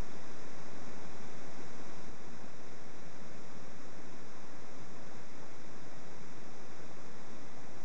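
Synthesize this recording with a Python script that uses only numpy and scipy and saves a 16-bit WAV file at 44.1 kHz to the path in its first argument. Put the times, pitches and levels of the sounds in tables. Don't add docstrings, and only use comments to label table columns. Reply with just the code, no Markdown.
import sys
import numpy as np
from scipy import signal
from scipy.fft import rfft, irfft
from scipy.io import wavfile
from scipy.ndimage import uniform_filter1d

SR = 44100
rng = np.random.default_rng(int(sys.argv[2]) if len(sys.argv) > 2 else 0)


def dump(signal):
    limited = np.clip(np.atleast_2d(signal).T, -1, 1)
    pcm = np.round(limited * 32767).astype(np.int16)
    wavfile.write(sys.argv[1], SR, pcm)


N = 345744
TIME_S = np.arange(N) / SR

# time in seconds, level offset in dB.
DEEP_DRIFT = [(0, -2.8), (.75, -0.8), (1.15, -0.2), (1.7, -2.2), (2.25, 1.2), (2.55, -1.5), (2.9, -0.5),
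              (3.5, 1.2), (3.85, 0), (4.4, -0.7), (4.8, 0), (5.3, -0.8), (5.9, 0), (7.84, 0)]
# crest in seconds, rise at the surface in dB, 1/e half-width in seconds.
STEAM_SURGES = [(.89, 1.5, 0.042), (1.297, 0.4, .18), (1.605, 0, .024), (1.69, -2, 0.017),
                (2.424, 1.7, 0.044), (2.52, -2.2, .035), (3.62, -0.5, .04), (3.76, -2.4, 0.028),
                (3.847, 2, .04), (4.0, -0.5, .04), (4.754, 0.5, .05), (4.98, 1, 0.067), (5.27, -4.5, 0.034),
                (5.47, -2.5, .025), (6.31, 1, .04), (6.81, .9, .049), (7.32, 0.5, 0.078), (7.65, 0.5, .07)]
# frequency in Hz, density in dB per Hz.
STEAM_SPECTRUM = [(100, -112), (500, -94.5), (1000, -92.5), (2000, -93.5), (2800, -94), (4000, -96),
                  (5800, -97), (7400, -102.8), (8900, -103.5), (10300, -107)]
# frequency in Hz, density in dB per Hz.
CHURN_SPECTRUM = [(20, -99), (40, -95), (70, -87.5), (100, -82.5), (175, -80), (320, -82.5), (500, -85),
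                  (1000, -91), (2000, -99), (4000, -112)]
# peak time in seconds, peak level in dB.
MUD_SLAPS = [(1.47, -58), (5.432, -50.5), (5.54, -59)]
# start in seconds, initial pitch in Hz, peak in dB, ring in cycles.
BIG_BUBBLES = [(0.873, 214, -52.5, 10), (1.019, 434, -52, 18), (1.195, 217, -51, 14), (1.252, 229, -51, 15),
               (1.584, 240, -50, 9), (1.6, 360, -47, 15), (1.799, 248, -47, 12), (1.889, 293, -50, 14),
               (2.43, 203, -49, 11), (3.052, 169, -51, 14), (3.56, 378, -54, 18), (3.604, 232, -51, 13),
               (3.983, 305, -51, 18), (4.758, 260, -54, 13), (4.8, 129, -51, 11), (4.924, 270, -50, 15),
               (6.308, 247, -50, 12), (6.33, 146, -54, 7.7), (6.978, 545, -51, 18), (7.298, 408, -51, 15)]
# centre in Hz, width in Hz.
MOTOR_NOTCHES = [(2997, 1150), (4398, 1080), (8005, 1050)]


def undb(db):
    return 10 ** (np.asarray(db) / 20)


def level(x, rms_db):
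    return x * undb(rms_db) / np.sqrt(np.mean(x ** 2))


def wander(rate_hz):
    span = max(int(SR / rate_hz), 2)
    drift = uniform_filter1d(rng.standard_normal(N), span, mode="wrap")
    drift = uniform_filter1d(drift, span, mode="wrap")
    return drift / drift.std()


def colour(white, spectrum):
    hz, db = np.transpose(spectrum)
    bins_hz = np.maximum(np.arange(N // 2 + 1) * SR / N, 1)
    gain = undb(np.interp(np.log(bins_hz), np.log(hz), db))
    return irfft(rfft(level(white, 0)) * gain, N) * np.sqrt(SR / 2)


def split(x, hz):
    low = signal.sosfiltfilt(signal.butter(2, hz, fs=SR, output="sos"), x)
    return low, x - low


def add(out, start_s, sound):
    i = max(int(start_s * SR), 0)
    part = sound[:max(N - i, 0)]
    out[i:i + len(part)] += part


def motor_whine(hz=2345, rms_db=-79.5, waver=0.00077):
    pitch_hz = hz * (1 + waver * wander(16))
    return level(np.sin(2 * np.pi * np.cumsum(pitch_hz) / SR), rms_db)


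def boil(deep_share=0.41, simmer_db=0.3):
    surge_db = sum(rise_db * np.exp(-((TIME_S - crest_s) / width_s) ** 2)
                   for crest_s, rise_db, width_s in STEAM_SURGES)
    drift_db = np.interp(TIME_S, *np.transpose(DEEP_DRIFT))
    return drift_db + deep_share * surge_db, simmer_db + surge_db


def steam(gurgle_db, spray_vs_hiss_db=-7, gurgle_share=0.072, drop_count=14000):
    drops = np.zeros(N)
    when, size = rng.random((drop_count, 2)).T
    drops[(when * N).astype(int)] = 2 * size - 1
    white = rng.standard_normal(N) + level(drops, spray_vs_hiss_db)
    return colour(white, STEAM_SPECTRUM) * undb(gurgle_share * gurgle_db)


def churn(heave_db, gurgle_db, tumble_db=0.1, splash_share=0.14):
    roar = colour(rng.standard_normal(N), CHURN_SPECTRUM)
    deep, upper = split(roar, hz=220)
    surface, splash = split(upper, hz=740)
    bands = [(deep, heave_db), (surface, gurgle_db), (splash, splash_share * gurgle_db)]
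    return sum(band * undb(db + tumble_db * wander(30)) for band, db in bands)


def slaps(band_hz=(240, 820), attack_s=0.009, decay_s=0.015):
    bandpass = signal.butter(2, band_hz, "bandpass", fs=SR, output="sos")
    wash = level(signal.sosfilt(bandpass, rng.standard_normal(N)), 0)
    envelope = np.zeros(N)
    for peak_s, peak_db in MUD_SLAPS:
        age_s = TIME_S - peak_s
        envelope += undb(peak_db) * np.exp(np.minimum(age_s / attack_s, -age_s / decay_s))
    return wash * envelope


def bubble(hz, ring_cycles, glide, swell_cycles):
    age_cycles = np.arange(int(ring_cycles * SR / hz) + 2) * hz / SR
    swell = 1 - np.exp(-(age_cycles / swell_cycles) ** 2)
    envelope = swell * np.exp(-np.log(100) * age_cycles / ring_cycles)
    phase_cycles = age_cycles * (1 + glide * age_cycles / ring_cycles / 2)
    return envelope / envelope.max() * np.sin(2 * np.pi * phase_cycles)


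def glugs():
    out = np.zeros(N)
    for start_s, hz, peak_db, ring_cycles in BIG_BUBBLES:
        add(out, start_s, undb(peak_db) * bubble(hz, ring_cycles, glide=0.11, swell_cycles=1.6))
    return out


def bubble_swarm(heave_db, gurgle_db, rms_db=-60.0, low_hz=145, high_hz=2200,
                 tilt_db_per_octave=0.1, scatter_db=1.5, mean_cycles=11, count=12000):
    out = np.zeros(N)
    for when, pitch, force, life in rng.random((count, 4)):
        octaves = pitch * np.log2(high_hz / low_hz)
        drive_db = heave_db if octaves < .5 else gurgle_db
        boil_db = drive_db[int(when * N)] / max(octaves, 1)
        gain_db = boil_db + tilt_db_per_octave * octaves + scatter_db * (2 * force - 1)
        ring = bubble(low_hz * 2 ** octaves, mean_cycles * (.5 + life), glide=0.23, swell_cycles=0.77)
        add(out, when * N / SR, ring * undb(gain_db))
    return level(out, rms_db)


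def scene():
    heave_db, gurgle_db = boil()
    pool = churn(heave_db, gurgle_db) + bubble_swarm(heave_db, gurgle_db)
    pool += glugs() + slaps() + steam(gurgle_db)
    return (pool + motor_whine())[None]


def record(dry):
    step_s, ramp_s, early_gain_db = 2.0942, 0.0051, 1.97
    input_bias = -.044
    treble_hz, top_hz = 8080, 15700
    for centre_hz, width_hz in MOTOR_NOTCHES:
        dry = signal.lfilter(*signal.iirnotch(centre_hz, centre_hz / width_hz, SR), dry)
    before_step = np.clip(.5 + (step_s - TIME_S) / ramp_s, 0, 1)
    stepped = (dry + input_bias) * undb(early_gain_db * before_step)
    offset = stepped[:, :1]
    dull = signal.sosfilt(signal.butter(12, treble_hz, fs=SR, output="sos"), stepped - offset)
    faint_hiss = level(rng.standard_normal(N), rms_db=-96.5)
    steep_cut = signal.ellip(8, .1, 70, top_hz, fs=SR, output="sos")
    return offset + signal.sosfilt(steep_cut, dull + faint_hiss)


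dry = scene()
out = record(dry)
dump(out)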